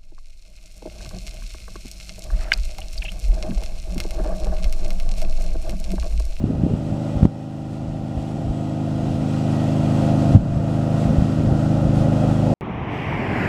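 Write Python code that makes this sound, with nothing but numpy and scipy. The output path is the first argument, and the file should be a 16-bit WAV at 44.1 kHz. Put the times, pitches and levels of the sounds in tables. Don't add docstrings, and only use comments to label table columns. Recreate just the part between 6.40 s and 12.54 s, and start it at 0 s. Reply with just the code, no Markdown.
import sys
import numpy as np
from scipy import signal
from scipy.fft import rfft, irfft
from scipy.io import wavfile
from scipy.ndimage import uniform_filter1d

SR = 44100
rng = np.random.default_rng(int(sys.argv[2]) if len(sys.argv) > 2 else 0)


def unload_wav(signal):
    wavfile.write(
        sys.argv[1],
        SR,
        np.round(np.clip(np.atleast_2d(signal).T, -1, 1) * 32767).astype(np.int16),
    )


def magnitude_from_level(level_db):
    exponent = np.asarray(level_db, float) / 20
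    return 10 ** exponent


N = 270774

# (time [s], four-stroke cycles [per s])
ENGINE_SPEED = [
    (0, 26.144),
    (4.15, 26.144),
    (4.4, 26.31),
    (4.9, 26.31),
    (5.2, 26.19),
    (6.14, 26.23),
]
# (multiple of the cycle rate, level [dB])
EXHAUST_TONES = [(2, -12), (3, -19), (4, -1), (5, 0), (6, 1), (7, -8), (8, -2), (9, -5), (10, -3), (11, -8),
                 (12, -5), (13, -18), (14, -16), (15, -23), (16, -22), (19, -19), (20, -15.5), (21, -24),
                 (22, -17), (23, -25), (24, -20), (25, -25), (26, -12), (28, -27), (30, -19)]
# (multiple of the cycle rate, level above the clatter [dB])
WHINE_TONES = [
    (48, -8),
    (54, -10),
]
# (place [share of cycle], strength, ring [Hz], ring width [Hz])
GAS_PULSES = [
    (.778, -1.7, 103, 85),
    (.169, -.7, 204, 155),
    (.413, .8, 126, 150),
    (.446, .33, 260, 120),
]
# (place [share of cycle], swell [dB])
ROAR_PUFFS = [(.02, 3), (.5, 2), (.8, 3)]
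# (frequency [Hz], level [dB per Hz])
ROAR_COLOUR = [(25, -12), (100, -6), (145, -9), (200, -3), (260, 2), (310, -3), (380, -4), (450, -9),
               (520, -2), (660, -.5), (840, -5), (960, -18), (1400, -45), (3000, -90)]
# (frequency [Hz], level [dB per Hz])
HISS_COLOUR = [(530, -31), (900, -1), (1140, -5), (1370, -3), (1730, -14.5), (1880, -9), (2250, -15),
               (2450, -10), (2790, -10), (3890, -15), (5490, -17.5), (6040, -19), (7670, -20), (11600, -33),
               (15500, -45)]
# (frequency [Hz], width [Hz], level [dB])
PANEL_RINGS = [(1050, 40, -2), (1910, 90, -3), (2490, 100, -4), (2800, 70, -3), (3250, 100, -5),
               (4090, 60, -8), (4870, 60, -10), (5460, 160, -11), (6395, 60, -11), (7800, 180, -12),
               (9150, 180, -17), (11200, 160, -21), (11800, 100, -24)]
# (time [s], muffler shell [dB], hood [dB], frame [dB])
BODY_SWELLS = [(0, 6, -6, -2), (.9, 8, -7, 4), (1.4, 5, -5, 6), (1.9, -8, 1, 5), (2.6, -6, 1, -5),
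               (3.1, 2, -6, -2), (3.7, 0, 2, -4), (4.5, 8, 1, 0), (5.3, 4, -2, -2), (6.14, 0, -1, -6)]
# (time [s], level [dB])
CHAFF_SPRAYS = [(.47, -61), (1.335, -56), (1.8, -57), (1.9, -55), (2.75, -56), (3.12, -50), (3.65, -51.5),
                (4.35, -52.5), (4.62, -47.5), (5.58, -46.5)]
# (time [s], clatter [dB], engine load on the roar [dB], facing [0 flank to 1 front])
APPROACH_PATH = [(0, -54, 1, 0.33), (.5, -50, 0.5, 0.017), (.86, -49, -1, -0.31), (1.7, -48.5, .5, 0.155),
                 (2.3, -46.5, 1, -0.081), (2.8, -44, -1, -0.025), (3.5, -42, 0.5, 0.13),
                 (3.9, -42, 0.5, 0.19), (4.05, -43, 0.5, 0.85), (4.55, -43, 0.5, 0.577),
                 (5, -44.5, -2.5, 0.614), (5.3, -44, 0.5, 0.76), (5.6, -44, 2.5, 0.99),
                 (6.14, -43, 2, 0.52)]
# (time [s], depth [dB], clamp time [s], recovery time [s])
GAIN_DUCKS = [
    (.858, -7.5, .01, 1.52),
    (3.953, -10, 0.0233, 0.311),
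]
# (time [s], peak [dB], frequency [Hz], length [cycles], direction [+1 push, -1 suck])
WIND_THUMPS = [(.042, -3.5, 172, 0.526, 1), (.238, -7, 179.5, 0.55, 1), (.266, -7.5, 217.5, 0.83, 1),
               (.8313, -3.5, 144.2, 0.84, 1), (.8315, -9, 95, 1.04, 1), (.8542, 0, 215, 1, -1),
               (3.95, -7, 152.4, 0.67, -1), (3.953, 1, 106, 2.65, 1), (3.962, -5, 204.5, 2.03, 1),
               (4.166, -11.5, 91, 1.52, -1), (4.707, -7.5, 170.3, 2.7, -1), (4.786, -5.5, 89.6, 0.91, 1),
               (4.788, -12.5, 70, 1.57, 1), (4.824, -2.5, 175, 1.4, -1)]
# (time [s], peak [dB], frequency [Hz])
EDDY_PUSHES = [(0.057, -15, 110), (.105, -11, 150), (0.136, -20, 175), (.183, -12.5, 110),
               (.217, -14.5, 140), (.3405, -14, 216), (.342, -12.5, 89), (.525, -15, 110), (.756, -11, 140),
               (.844, -16, 130.4), (1.5, -20, 111), (1.778, -16.5, 70), (1.994, -24, 80),
               (2.051, -19.5, 96), (3.972, -12, 120), (4.036, -14, 139), (4.063, -15.5, 110),
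               (4.546, -13.5, 166), (4.989, -10, 107), (5.122, -10, 90), (5.453, -8, 100),
               (5.482, -17.5, 55), (5.664, -16.5, 100)]
# (time [s], peak [dB], frequency [Hz])
EDDY_PULLS = [(.247, -9, 120), (.3375, -9, 200), (.767, -13.5, 70), (2.072, -24.5, 70), (2.1, -16, 54.6),
              (4.655, -10.5, 169), (4.81, -12, 100), (5.005, -13.5, 276), (5.055, -14, 140),
              (5.071, -11.5, 89.4), (6.119, -18.5, 175)]
# (time [s], peak [dB], half length to fall 20 dB [s])
AIR_SWELLS = [(0.021, -24, .1), (.15, -24, .2), (0.301, -23, 0.17), (0.532, -26.5, 0.06),
              (0.751, -25, 0.01), (0.839, -12.5, 0.0535), (1.496, -26.5, 0.18), (1.78, -32.5, 0.15),
              (1.983, -25, .07), (2.1, -25, 0.04), (2.5, -39, 0.48), (2.68, -30, 0.37),
              (2.793, -27.5, 0.08), (3.41, -30, 0.11), (3.661, -28.5, 0.26), (3.947, -13.5, 0.092),
              (4.062, -32, 0.23), (4.163, -21, 0.1663), (4.678, -20, 0.12), (4.794, -14, 0.0057),
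              (5.1, -23, .12), (5.47, -30, 0.8), (5.587, -15, 0.064)]
# (start [s], end [s], level [dB])
GUST_PEAKS = [
    (0.098, 0.348, -30),
    (0.775, 0.855, -33),
    (4.651, 5.099, -31),
]
# (multiple of the cycle rate, slide [radians per s], time in step [s])
BEAT_SLIDES = [
    (4, .37, 2.3),
    (5, -.1, 4.6),
]

ROAR_DB, BEAT_DB = 11.5, 25.5
FRONT_ROAR_DB, FRONT_BEAT_DB, FRONT_TILT_DB = 1.74, 2, -2.5
LOAD_BEAT_SHARE = 0.356
MIC_HISS_DB = -79.5
CALM_DB = -45
EDDY_CYCLES = 1.22
GUST_FADE_DB_PER_S = 201
CRACK_S, CRACK_DB, CRACK_HZ = .854, -17, 1200


def noise():
    return rng.standard_normal(N)


def unit(x):
    return x / np.sqrt(np.mean(x ** 2))


def colour(x, points):
    hz, db = np.transpose(points)
    f = np.maximum(np.fft.rfftfreq(N, 1 / SR), 1)
    gain = magnitude_from_level(np.interp(np.log(f), np.log(hz), db))
    return irfft(rfft(x) * gain, N)


def band(x, lo_hz, hi_hz):
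    return signal.sosfilt(signal.butter(2, [lo_hz, hi_hz], "bandpass", fs=SR, output="sos"), x)


def walk(rate):
    k = int(SR / rate)
    steps = np.repeat(rng.standard_normal(N // k + 1), k)
    smooth = uniform_filter1d(uniform_filter1d(steps, k), k)
    return unit(smooth[:N])


def curve(rows):
    s, *columns = np.transpose(rows)
    return [np.interp(np.arange(N) / SR, s, c) for c in columns]


def pulse_timing(k, f):
    total = 0
    for at, size, hz, width in GAS_PULSES:
        ring = 1j * f * hz / (hz ** 2 - f ** 2 + 1j * f * width)
        total = total + size * np.exp(-2j * np.pi * k * at) * ring
    return np.angle(total)


def exhaust(cycle, tilt_db):
    t = np.arange(N) / SR
    shell_db, hood_db, frame_db = curve(BODY_SWELLS)
    body_db = {22: shell_db, 26: hood_db, 30: frame_db}
    out = 0
    for k, db in EXHAUST_TONES:
        timing = pulse_timing(k, k * ENGINE_SPEED[0][1])
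        for multiple, rate, s in BEAT_SLIDES:
            if multiple == k:
                timing = timing + rate * (t - s)
        drift_db = .5 * min(k / 6, 3) * walk(4)
        tone_db = db + drift_db + tilt_db * np.log2(k / 6) + body_db.get(k, 0)
        out = out + magnitude_from_level(tone_db) * np.cos(2 * np.pi * k * cycle + timing)
    return unit(out) * magnitude_from_level(.5 * walk(60))


def swell_db(cycle):
    total = 0
    for at, db in ROAR_PUFFS:
        distance = (cycle - at + .5) % 1 - .5
        total = total + db * np.exp(-.5 * (distance / 0.0523) ** 2)
    return total


def roar(cycle, tilt_db):
    x = colour(noise() * magnitude_from_level(swell_db(cycle) + 1.1 * walk(10)), ROAR_COLOUR)
    x = x + 0.25 * np.maximum(-tilt_db, 0) * band(x, 420, 650)
    return x / np.std(band(x, 450, 900))


def clatter(cycle, tilt_db):
    gust = magnitude_from_level(.5 * walk(8.3) + 0.43 * walk(25.02) + 0.32 * swell_db(cycle))
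    hiss = colour(noise() * gust, HISS_COLOUR)
    hiss = hiss / np.std(band(hiss, 1500, 8000))
    fuller = 0.261 * np.maximum(-tilt_db, 0) * band(hiss, 1013, 2047)
    hiss = hiss * magnitude_from_level(0.056 * tilt_db) + fuller

    struck = rng.random(N) < 1500 / SR
    ticks = struck * noise() * magnitude_from_level(2.0 * np.minimum(rng.exponential(size=N), 3)) * gust
    rings = 0
    for hz, width, db in PANEL_RINGS:
        ring = unit(band(ticks, hz - width / 2, hz + width / 2)) * np.sqrt(width / 100)
        flutter_db = 2.5 * walk(15) + 2.1 * walk(2.5)
        rings = rings + magnitude_from_level(db) * ring * magnitude_from_level(flutter_db + tilt_db * hz / 4000)

    whine = 0
    for k, db in WHINE_TONES:
        whine = whine + magnitude_from_level(db + 2.56 * walk(4.016)) * np.cos(2 * np.pi * k * cycle)
    return hiss + magnitude_from_level(-13) * rings + whine


def wind_rumble():
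    t = np.arange(N) / SR
    rumble = colour(noise() * magnitude_from_level(2.0 * walk(30)),
                    [(12, -29), (30, -3.0), (65, -3.5), (110, -5), (200, -7), (500, -50), (2000, -100)])
    swells = magnitude_from_level(CALM_DB)
    for s, db, length in AIR_SWELLS:
        swells = swells + magnitude_from_level(db - 20 * np.abs(t - s) / length)
    return unit(rumble) * swells * magnitude_from_level(-3.5)


def wind_thumps():
    out = np.zeros(N)
    eddies = [(*row, EDDY_CYCLES, 1) for row in EDDY_PUSHES]
    eddies += [(*row, EDDY_CYCLES, -1) for row in EDDY_PULLS]
    for s, db, hz, cycles, way in list(WIND_THUMPS) + eddies:
        i = np.arange(int(s * SR) - 900, int(s * SR) + 2600)
        i = i[(i >= 0) & (i < N)]
        turn = (i / SR - s) * hz
        turn = np.where(turn < 0, 1.26 * turn, turn / (1 + 0.192 * np.abs(turn) / cycles ** 2))
        length = np.where(turn < 0, .55, .5 * cycles)
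        shape = np.exp(-np.abs(turn / length) ** 1.59)
        out[i] += np.sign(way) * magnitude_from_level(db) * shape * np.cos(2 * np.pi * turn)
    return out


def wind_gusts():
    t = np.arange(N) / SR
    level = 0
    for start, end, db in GUST_PEAKS:
        outside_s = np.maximum(np.maximum(start - t, t - end), 0)
        level = level + magnitude_from_level(db - GUST_FADE_DB_PER_S * outside_s)
    swirls = colour(noise(), [(30, -9), (70, -0.5), (150, -0.5), (300, -6), (500, -14),
                              (1200, -72), (3000, -100)])
    return level * magnitude_from_level(5.35 * walk(50)) * unit(swirls)


def sprays():
    t = np.arange(N) / SR
    shower = sum(magnitude_from_level(db) * np.exp(-.5 * ((t - s) / 0.03) ** 2) for s, db in CHAFF_SPRAYS)
    chaff = colour(noise(), [(900, -15), (2500, 2), (6000, -6.5), (9000, -7.5),
                             (12000, -18.5), (16000, -35)])
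    return shower * unit(chaff)


def membrane_crack():
    t = np.arange(N) / SR
    return -magnitude_from_level(CRACK_DB) * np.exp(-np.abs(t - CRACK_S) * 2 * np.pi * CRACK_HZ)


def duck_db():
    t = np.arange(N) / SR
    total = 0
    for s, db, clamp, back in GAIN_DUCKS:
        fall = np.clip((t - s) / clamp, 0, 1)
        recovery = np.exp(-np.maximum(t - s - clamp, 0) / back)
        total = total + db * fall * recovery
    return total


def scene():
    cycle = np.cumsum(curve(ENGINE_SPEED)[0]) / SR
    level_db, load_db, facing = curve(APPROACH_PATH)
    tilt_db = FRONT_TILT_DB * facing
    roar_db = ROAR_DB + load_db + FRONT_ROAR_DB * facing
    beat_db = BEAT_DB + LOAD_BEAT_SHARE * load_db + FRONT_BEAT_DB * facing
    mower = magnitude_from_level(beat_db) * exhaust(cycle, tilt_db)
    mower = mower + magnitude_from_level(roar_db) * roar(cycle, tilt_db)
    mower = mower + clatter(cycle, tilt_db)
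    mower = mower * magnitude_from_level(level_db + duck_db())
    wind = wind_rumble() + wind_thumps() + wind_gusts() + membrane_crack()
    return (mower + wind + sprays() + magnitude_from_level(MIC_HISS_DB) * noise())[None]


def top_cut(x):
    return signal.sosfilt(signal.butter(12, 15620, fs=SR, output="sos"), x)


def record(dry):
    from_edge = np.minimum(np.arange(N), np.arange(N)[::-1])
    fade = np.minimum(from_edge / 60, 1)
    mix = np.clip(dry, -1, 1) * fade
    return top_cut(mix)


dry = scene()
out = record(dry)
unload_wav(out)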